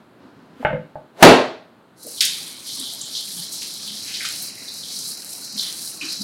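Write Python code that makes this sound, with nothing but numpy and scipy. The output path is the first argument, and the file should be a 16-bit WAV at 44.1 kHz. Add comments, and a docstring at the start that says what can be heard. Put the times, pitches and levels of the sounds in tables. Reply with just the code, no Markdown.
"""Bowls and a running tap

A steel bowl bumps a plastic one twice on its way across a kitchen counter and is set down hard,
overloading the microphone. Then a tap opens: a bubbly stream fizzes into the sink and over two hands,
which shed splashes, while the basin drums softly. The small, hard-walled kitchen adds a short echo."""
import sys
import numpy as np
from scipy import signal
from scipy.fft import rfft, irfft, next_fast_len
from scipy.io import wavfile

SR = 44100
rng = np.random.default_rng(int(sys.argv[2]) if len(sys.argv) > 2 else 0)


def pcm_store(signal):
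    """Save signal as 16-bit PCM."""
    levels = np.round(np.clip(np.atleast_2d(signal), -1, 1) * 32767)
    wavfile.write(sys.argv[1], SR, levels.astype(np.int16).T)


N = 274743
TIME = np.arange(N) / SR
ONE_SECOND = TIME[:SR]


def undb(db):
    """Turn decibels into a gain."""
    return 10 ** (np.asarray(db) / 20)


def unit(x):
    """Scale a signal to an average power of one."""
    return x / np.sqrt(np.mean(x ** 2) + 1e-20)


def over_pitch(table, hz):
    """Read between a table's rows along a scale of octaves."""
    points, values = np.transpose(table)
    return np.interp(np.log(hz + 1e-3), np.log(points), values)


def over_time(table):
    """Join a table's rows into a curve over time."""
    return np.interp(TIME, *np.transpose(table))


def colour(x, spectrum):
    """Shape a signal's tone with rows of Hz and dB, falling away beyond both ends."""
    size = next_fast_len(len(x))
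    hz = np.arange(size // 2 + 1) * SR / size
    low_cut = np.minimum(hz / spectrum[0][0], 1) ** 2
    high_cut = np.minimum(spectrum[-1][0] / (hz + 1), 1) ** 2
    return irfft(rfft(x, size) * undb(over_pitch(spectrum, hz)) * low_cut * high_cut, size)[:len(x)]


def noise(spectrum, size=N):
    """Smooth noise with the given tone."""
    return unit(colour(rng.standard_normal(size), spectrum))


def drops(per_s, spread_db, size=N):
    """Random impacts, many small and a few large."""
    chance, weight, sign = rng.random(size), rng.exponential(size=size), rng.choice([-1, 1], size)
    return unit((chance < per_s / SR) * sign * undb(spread_db * np.minimum(weight, 5)))


def patter(spectrum, per_s, spread_db, size=N):
    """Random impacts with the given tone."""
    return unit(colour(drops(per_s, spread_db, size), spectrum))


def drift(per_s):
    """A random wander around zero, about one wide."""
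    points = rng.standard_normal(2048)
    return np.interp(TIME * per_s, np.arange(len(points)), points)


def add(track, s, sound):
    """Mix a sound into a track, starting at s seconds."""
    start = max(int(s * SR), 0)
    track[start:start + len(sound)] += sound[:max(len(track) - start, 0)]


def fade(ring_s):
    """A fade that falls 60 dB in the ring time."""
    return np.exp(-np.log(1000) * ONE_SECOND / max(ring_s, 1e-3))


def die_away(x, ring_times):
    """Let each octave of a one-second signal fade at its own speed."""
    octave = np.log2(np.clip(np.arange(SR // 2 + 1), 64, 16384))
    spectrum = rfft(x)
    out = np.zeros(SR)
    for k in range(6, 15):
        band = irfft(spectrum * np.maximum(1 - abs(octave - k), 0), SR)
        out += band * fade(over_pitch(ring_times, 2. ** k))
    return out


def ring(notes):
    """A struck object's fading notes; where it is hit sets the sign and strength of each."""
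    strengths = rng.choice([-1, 1], len(notes)) * undb(.8 * rng.standard_normal(len(notes)))
    return sum(strength * undb(db) * np.sin(2 * np.pi * hz * ONE_SECOND) * fade(ring_s)
               for strength, (hz, db, ring_s) in zip(strengths, notes))


def contact(x, bright_hz):
    """A softer, longer contact leaves out the treble."""
    return signal.sosfilt(signal.butter(3, min(bright_hz, SR / 3), fs=SR, output="sos"), x)


# The tones of room air and of cloth. Each row: frequency in Hz, relative level in dB.
AIR_TONE = [(30, -37.5), (60, -20.5), (110, -0.5), (250, 5.5), (450, 0), (700, -3), (1500, -7.5),
            (2300, -17.5), (4200, -19), (5500, -32), (9000, -30.5), (15000, -35.5)]
CLOTH_TONE = [(60, -22), (150, -3.5), (280, 2), (500, -13), (1300, -16), (2500, -26), (5000, -30),
              (9000, -48.5)]
# How loudly the clothes rustle. Each row: time in seconds, level in dB.
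RUSTLE_LEVEL = [(0, -50.5), (.12, -66), (.22, -47.5), (.35, -50), (.58, -50), (.9, -54), (1.15, -68),
                (1.3, -67)]

def background():
    """Room air hums steadily; sleeves and apron rustle while the bowl is carried."""
    air = noise(AIR_TONE) * undb(-51.5 + 0.39 * drift(1.6))
    cloth = noise(CLOTH_TONE) * undb(over_time(RUSTLE_LEVEL) + 0.5 * drift(35))
    return air + cloth


def rub(start_s, db, hz, length_s):
    """The steel bowl drags over the plastic rim with a short, low groan."""
    out, t = np.zeros(N), TIME[:int(length_s * SR)]
    pitch = hz * (1 + 0.054 * drift(150)[:len(t)])
    phase = 2 * np.pi * np.cumsum(pitch) / SR
    groan = np.sin(phase) + undb(-10.5) * np.sin(2 * phase)
    add(out, start_s, undb(db) * np.sin(np.pi * t / length_s) ** 2 * groan)
    return out


# Steel sliding on plastic. Each row: frequency in Hz, relative level in dB.
SCRAPE_TONE = [(300, -2), (1500, -9), (3000, -14.5), (5500, -27), (13000, -31)]

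def scrape(peak_s, db, spread_s):
    """The two bowls slide past each other with a faint hiss."""
    return noise(SCRAPE_TONE) * undb(db) * np.exp(-abs(TIME - peak_s) / spread_s)


# The notes of the steel bowl, muffled by a hand, and of the plastic bowl.
# Each row: pitch in Hz, relative level in dB, ring time in seconds.
HELD_STEEL_NOTES = [(612, 1, .11), (665, 1, .1), (797, 3, .05), (877, 2, .08), (1260, -15, .14),
                    (1420, -10, .12), (1529, -8, .18), (1642, -13, .18), (2116, -11, .12), (2900, -14, .1)]
PLASTIC_NOTES = [(45, -15, .15), (110, -10, .18), (148, 0, .19), (168, -5, .18), (210, -8, .2),
                 (285, -13, .15), (505, -5, .2), (560, -2, .19), (615, -9, .2)]
# The crack as they meet. Each row: frequency in Hz, relative level in dB.
CRACK_TONE = [(100, -14), (400, -18.5), (750, 5.5), (1050, -5), (1500, 1.5), (2200, -6), (3100, -13),
              (3700, -17), (4500, -39), (8000, -49)]
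# The knocks. Each row: start in seconds, knock gain in dB, brightness in Hz, thud gain in dB.
BUMPS = [(0.628, -27.5, 1400, -55), (0.6495, -7.5, 2850, -27.5), (0.668, -19.5, 2970, -38),
         (0.703, -24.5, 2946, -28.5), (0.729, -25, 3000, -19), (0.955, -21, 850, -39)]

def bumps():
    """The held bowl knocks hollowly against the plastic one, which rocks with dull thuds."""
    out = np.zeros(N)
    for s, db, bright_hz, thud_db in BUMPS:
        crack = noise(CRACK_TONE, SR) * fade(ring_s=0.065)
        knock = undb(-8.5) * ring(HELD_STEEL_NOTES) + undb(-4.5) * crack
        add(out, s, undb(db) * contact(knock, bright_hz))
        add(out, s, undb(thud_db) * contact(ring(PLASTIC_NOTES), bright_hz=1087))
    return out


def swell(db, rise_s):
    """A brief, soft rush with the bowl's tone leads into the landing."""
    time_left = LANDING_BLOWS[0][0] - TIME
    hum = signal.fftconvolve(rng.standard_normal(N), ring(HELD_STEEL_NOTES))[:N]
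    rush = unit(hum) + undb(6.5) * noise(CLATTER_TONE)
    return rush * undb(db) * np.exp(-abs(time_left) / rise_s) * (time_left > 0)


# The notes of the free steel bowl, and of the counter with its cabinet.
# Each row: pitch in Hz, relative level in dB, ring time in seconds.
STEEL_NOTES = [(511, -5, .4), (587, -4, .44), (608, -8, .5), (647, -3, .5), (684, -9, .38), (728, -6, .36),
               (823, -2, .36), (915, -9, .35), (950, -11, .35), (1031, -8, .35), (1185, -10, .38),
               (1281, -12, .33), (1416, -10, .3), (1497, -9, .4), (1642, -14, .35), (1943, -11, .4),
               (2130, -13, .35), (2315, -15, .33), (2670, -12, .35), (2955, -13, .25), (3284, -17, .27),
               (3741, -20, .3), (4400, -21, .38)]
COUNTER_NOTES = [(45, -21, .2), (85, -17, .22), (129, -10, .27), (171, -2, .33), (212, -7, .3),
                 (255, 1.5, .34), (281, -1, .28), (325, -3, .34), (358, -2, .36), (398, -4, .4),
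                 (434, -2, .36), (473, -2, .34)]
# The bowl's many weaker notes blur into a clatter. Each row: frequency in Hz, relative level in dB.
CLATTER_TONE = [(60, -23), (250, -6), (450, 3.5), (700, 3), (1200, -6), (2700, -13), (4400, -15),
                (5200, -20.5), (7500, -23.5), (12000, -26), (16000, -38.5)]
# How long it lasts. Each row: frequency in Hz, ring time in seconds.
CLATTER_RING_TIMES = [(100, 0.47), (700, 0.43), (3000, 0.44), (6000, 0.44), (12000, 0.12)]
# The blows. Each row: start in seconds, gain in dB, brightness in Hz, the counter's own gain in dB.
LANDING_BLOWS = [(1.2257, 9.5, 14100, -9), (1.250, -3, 4370, -11.5), (1.296, -6.5, 4000, -14)]

def landing():
    """The bowl lands on its foot and settles; each blow rings both bowl and counter."""
    out = np.zeros(N)
    for s, db, bright_hz, thud_db in LANDING_BLOWS:
        clatter = die_away(noise(CLATTER_TONE, SR), CLATTER_RING_TIMES)
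        blow = undb(-14.5) * ring(STEEL_NOTES) + undb(thud_db) * ring(COUNTER_NOTES) + undb(-5) * clatter
        add(out, s, undb(db) * contact(blow, bright_hz))
    return out


def slam(db, ring_s):
    """The first instant of steel on the hard counter is a short, very loud crack."""
    out = np.zeros(N)
    add(out, LANDING_BLOWS[0][0], undb(db) * noise(CLATTER_TONE, SR) * fade(ring_s))
    return out


# The tones of tiny bursting bubbles, fine spray, water spilling off the hands and lone drops on steel.
# Each row: frequency in Hz, relative level in dB.
FIZZ_TONE = [(1000, -26), (2500, -48), (3550, -38), (3900, 6.5), (4600, 3.5), (5600, 1.5), (7200, -7),
             (8500, -9), (11000, -31.5)]
SPRAY_TONE = [(5500, -4.5), (7500, -3), (9000, 1.5), (10500, 0.5), (12000, -2.5), (12500, -9.5),
              (15800, -14.5)]
SPILL_TONE = [(1500, -57), (2700, -13.5), (3100, 10), (3700, 11.5), (4600, 8), (7000, -16)]
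TICK_TONE = [(2500, -54), (4000, -22), (8000, 16), (12000, 18), (16000, 0)]
# The tap opening, then the fizz and spray shifting as the hands turn.
# Each row: time in seconds, relative level in dB.
TAP_FLOW = [(1.92, -68.5), (1.975, -20.5), (2.029, -2.5), (2.19, 3), (2.221, 2.5)]
FIZZ_LEVEL = [(2.4, -38.5), (2.62, -46.5), (2.68, -31.5), (3.08, -40.5), (3.17, -31), (3.22, -36),
              (4.12, -33.5), (4.14, -32), (4.46, -32), (4.53, -39.5), (5.01, -31.5), (5.29, -41),
              (5.56, -33), (5.6, -27.5), (5.67, -35), (5.99, -39.5), (6.02, -32), (6.23, -30.5)]
SPRAY_LEVEL = [(2.4, -38), (2.62, -45.5), (2.69, -35.5), (3.05, -43), (3.41, -33.5), (3.49, -46),
               (3.51, -39.5), (4.18, -41), (4.42, -31.5), (4.55, -46.5), (5.1, -34), (5.17, -44.5),
               (5.34, -34.5), (5.55, -48.5), (5.58, -37.5), (5.9, -33), (5.99, -43), (6.23, -40.5)]

def stream():
    """The airy jet fizzes and sprays, while larger drops spill off the hands or hit the sink alone."""
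    fizz_db, spray_db = over_time(FIZZ_LEVEL), over_time(SPRAY_LEVEL)
    flutter = drift(28)  # the jet breaks unevenly on the moving hands
    fizz = patter(FIZZ_TONE, per_s=8300, spread_db=1.5)
    fizz *= undb(fizz_db - 3.5 + 1.1 * flutter + 1.4 * drift(60))
    spray = patter(SPRAY_TONE, per_s=5800, spread_db=2.0)
    spray *= undb(spray_db - 2.72 + flutter + 1.6 * drift(70))
    spill = patter(SPILL_TONE, per_s=1500, spread_db=1.5) * gushes() * undb(1.6 * drift(30))
    ticks = undb(-15.5) * patter(TICK_TONE, per_s=90, spread_db=5.0)
    droplets = undb(-10.5) * spatter(per_s=13, fade_s=0.0057)
    strays = (ticks + droplets) * undb((fizz_db + spray_db) / 2)
    return (fizz + spray + spill + strays) * undb(over_time(TAP_FLOW))


# Flying droplets. Each row: frequency in Hz, relative level in dB.
SPATTER_TONE = [(3000, -27), (4200, 1), (7000, -9), (11500, -8), (16000, -23)]

def spatter(per_s, fade_s):
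    """Small bursts of droplets fly off the fingers at random moments."""
    flicks = abs(drops(per_s, spread_db=1.3))
    loudness = signal.lfilter([1], [1, -np.exp(-1 / (fade_s * SR))], flicks)  # each flick fades
    return unit(patter(SPATTER_TONE, per_s=5800, spread_db=2.0) * loudness)


# The drumming sink. Each row: frequency in Hz, relative level in dB.
BASIN_TONE = [(35, -59), (60, -31), (74, -59), (92, -6.5), (194, 4.5), (426, -10), (840, -12.5),
              (1010, -35), (1310, -8), (1420, -11), (2400, -10), (3120, -2), (5280, -120)]

def basin():
    """The sink drums; as water wanders over it, its resonances swell and fade one by one."""
    out = np.zeros(N)
    for hz in np.geomspace(90, 2600, 12):
        band = [(hz / 2, -36), (hz / 1.2, -3), (hz, 0), (hz * 1.2, -3), (hz * 2, -36)]
        width_db = 10 * np.log10(hz)  # higher bands are wider, so they hold more power
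        db = over_pitch(BASIN_TONE, hz) + width_db + 1.8 * drift(25)
        out += patter(band, per_s=1500, spread_db=5.0) * undb(db)
    fade_in = np.clip((TIME - 2.02) / 0.16, 0, 1)
    return unit(out) * undb(-52.5 + 1.5 * drift(1.8)) * fade_in


# Heavy falls of water. Each row: start in seconds, level in dB, pitch in Hz, length in seconds.
BOOMS = [(2.035, -37, 520, 0.068), (2.027, -44, 316, 0.05), (2.764, -38.5, 267.7, 0.1),
         (3.32, -39.5, 166.7, 0.14), (3.85, -40, 192, .14), (5.525, -38.5, 227, 0.071),
         (5.645, -42, 200, 0.039), (5.995, -38, 320, 0.11), (6.189, -27, 221, 0.04)]

def booms():
    """A heavier fall of water makes the basin boom briefly at an unsteady pitch."""
    out = np.zeros(N)
    for s, db, hz, length_s in BOOMS:
        t = TIME[:int(length_s * SR)]
        pitch = hz * (1 + 0.14 * drift(156.7)[:len(t)])
        loudness = undb(db + 5.1 * drift(79)[:len(t)]) * np.sin(np.pi * t / length_s) ** 2
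        add(out, s, loudness * np.sin(2 * np.pi * np.cumsum(pitch) / SR))
    return out


# Water leaving the hands. Each row: start in seconds, relative level in dB, pouring time in seconds.
GUSHES = [(2.16, -40.5, .03), (2.2, -27, 0.057), (2.44, -45.5, 0.13), (2.65, -39, 0.13), (2.775, -37, 0.11),
          (2.99, -41, 0.16), (3.132, -33.5, 0.05), (3.36, -40.5, 0.03), (3.519, -46, 0.42),
          (3.865, -37.5, .03), (4.125, -40.5, 0.15), (4.82, -39, 0.032), (4.95, -52, .08),
          (5.576, -32.5, .03), (6.005, -46, 0.098)]

def gushes(rise_s=0.022, drain_db_per_s=95):
    """The strength of the spill: gathered water pours off quickly, then dribbles away."""
    power = np.zeros(N)
    for s, db, pour_s in GUSHES:
        age = TIME - s
        drained_db = drain_db_per_s * np.maximum(age - pour_s, 0)
        power += (np.clip(age / rise_s, 0, 1) * undb(db - drained_db)) ** 2
    return np.sqrt(power)


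# Splashes off the hands.
# Each row: start in seconds, level in dB, middle pitch in Hz, width in octaves, fade time in seconds.
SPLASHES = [(2.2056, -10.5, 4350, 0.41, .009), (2.206, -20.5, 2670, 0.53, 0.028),
            (2.204, -19, 8500, 0.43, 0.022), (2.248, -18, 6500, 0.79, 0.013),
            (2.252, -45, 2270, 0.27, 0.19), (2.796, -25.5, 9000, .3, 0.0066),
            (3.0125, -25, 7300, 0.28, .007), (3.15, -27, 4430, 0.38, 0.016),
            (3.519, -28.5, 7000, 0.67, 0.027), (3.616, -29, 4100, 0.84, 0.019),
            (3.874, -29.5, 3700, 0.26, 0.014), (4.035, -38.5, 2610, 0.49, 0.19),
            (4.136, -27, 4230, .45, 0.023), (4.201, -28.5, 1970, 0.3, 0.029),
            (4.247, -28.5, 1368, 0.12, 0.01), (4.249, -24, 3860, 0.81, 0.015),
            (4.418, -30, 11200, 0.38, .018), (4.57, -42.5, 2120, 0.2, 0.03),
            (4.679, -28.5, 4150, 0.14, 0.016), (4.764, -44, 12000, .5, 0.007),
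            (4.987, -24, 7040, .6, 0.0052), (5.574, -25, 4200, 0.26, 0.02),
            (5.594, -16, 4220, 0.18, 0.0061), (5.6, -43.5, 2140, 1, 0.12),
            (6.008, -29.5, 2620, 0.17, 0.029), (6.009, -41.5, 1740, 0.63, 0.062),
            (6.085, -27, 4250, .13, 0.0082)]

def splashes():
    """A sheet of water breaks into a burst of drops of about one size."""
    out = np.zeros(N)
    for s, db, hz, octaves, fade_s in SPLASHES:
        band = [(hz * 2 ** (k * octaves), -4.3 * k * k) for k in range(-3, 4)]
        burst = patter(band, per_s=5800, spread_db=1.0, size=SR)
        rise_s = 0.3 * fade_s
        rise = np.minimum(ONE_SECOND / rise_s, 1)
        fall = np.exp(-np.maximum(ONE_SECOND - rise_s, 0) / fade_s)
        add(out, s, undb(db) * burst * rise * fall)
    return out


def bubbles(count, low_hz, high_hz, loudest_db, fade_cycles):
    """Air trapped in the puddle rings briefly, rising in pitch as it surfaces."""
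    out, t = np.zeros(N), TIME[:SR // 10]
    tap_open_s = TAP_FLOW[-1][0]
    for when, smallness, softness in rng.random((count, 3)):
        start_s = tap_open_s + when * (N / SR - tap_open_s)
        hz = low_hz * (high_hz / low_hz) ** smallness
        age = t * hz / fade_cycles
        plink = np.sin(2 * np.pi * hz * t * (1 + 0.0292 * age)) * np.exp(-age)
        add(out, start_s, undb(loudest_db - 13 * softness) * plink)
    return out


# How long the kitchen echoes. Each row: frequency in Hz, ring time in seconds.
ROOM_RING_TIMES = [(100, 0.21), (600, 0.23), (3000, 0.34), (7000, 0.38), (14000, 0.091)]

def kitchen(x, echo_db):
    """The direct sound is followed by dense echoes from cupboards and walls."""
    build_up = np.clip((ONE_SECOND - .004) / 0.017, 0, 1)
    tail = die_away(rng.standard_normal(SR), ROOM_RING_TIMES) * build_up
    return x + undb(echo_db) * signal.fftconvolve(x, unit(tail) / np.sqrt(SR))[:N]


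def scene():
    """Mix the water and the bowls in the same small room, on one channel."""
    sink = basin() + booms()
    sink += bubbles(count=190, low_hz=604.3, high_hz=2474, loudest_db=-46.5, fade_cycles=11.8)
    water = kitchen(stream(), echo_db=-17) + kitchen(splashes(), echo_db=-6) + kitchen(sink, echo_db=-7)
    touches = bumps() + rub(start_s=.592, db=-28.5, hz=245, length_s=0.035)
    touches += scrape(peak_s=.625, db=-44.5, spread_s=0.035)
    bowls = kitchen(touches, echo_db=-7) + kitchen(landing(), echo_db=-13)
    bowls += slam(db=15.5, ring_s=0.052) + swell(db=-26.5, rise_s=0.017)
    return (bowls + water + background())[None]


def record(dry):
    """The overloaded microphone flattens the loudest peaks, and the highest treble is cut."""
    clipped = np.clip(dry, -1, 1)
    treble_cut = signal.ellip(8, .1, 60, 15900, fs=SR, output="sos")
    return signal.sosfilt(treble_cut, clipped)


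dry = scene()
out = record(dry)
pcm_store(out)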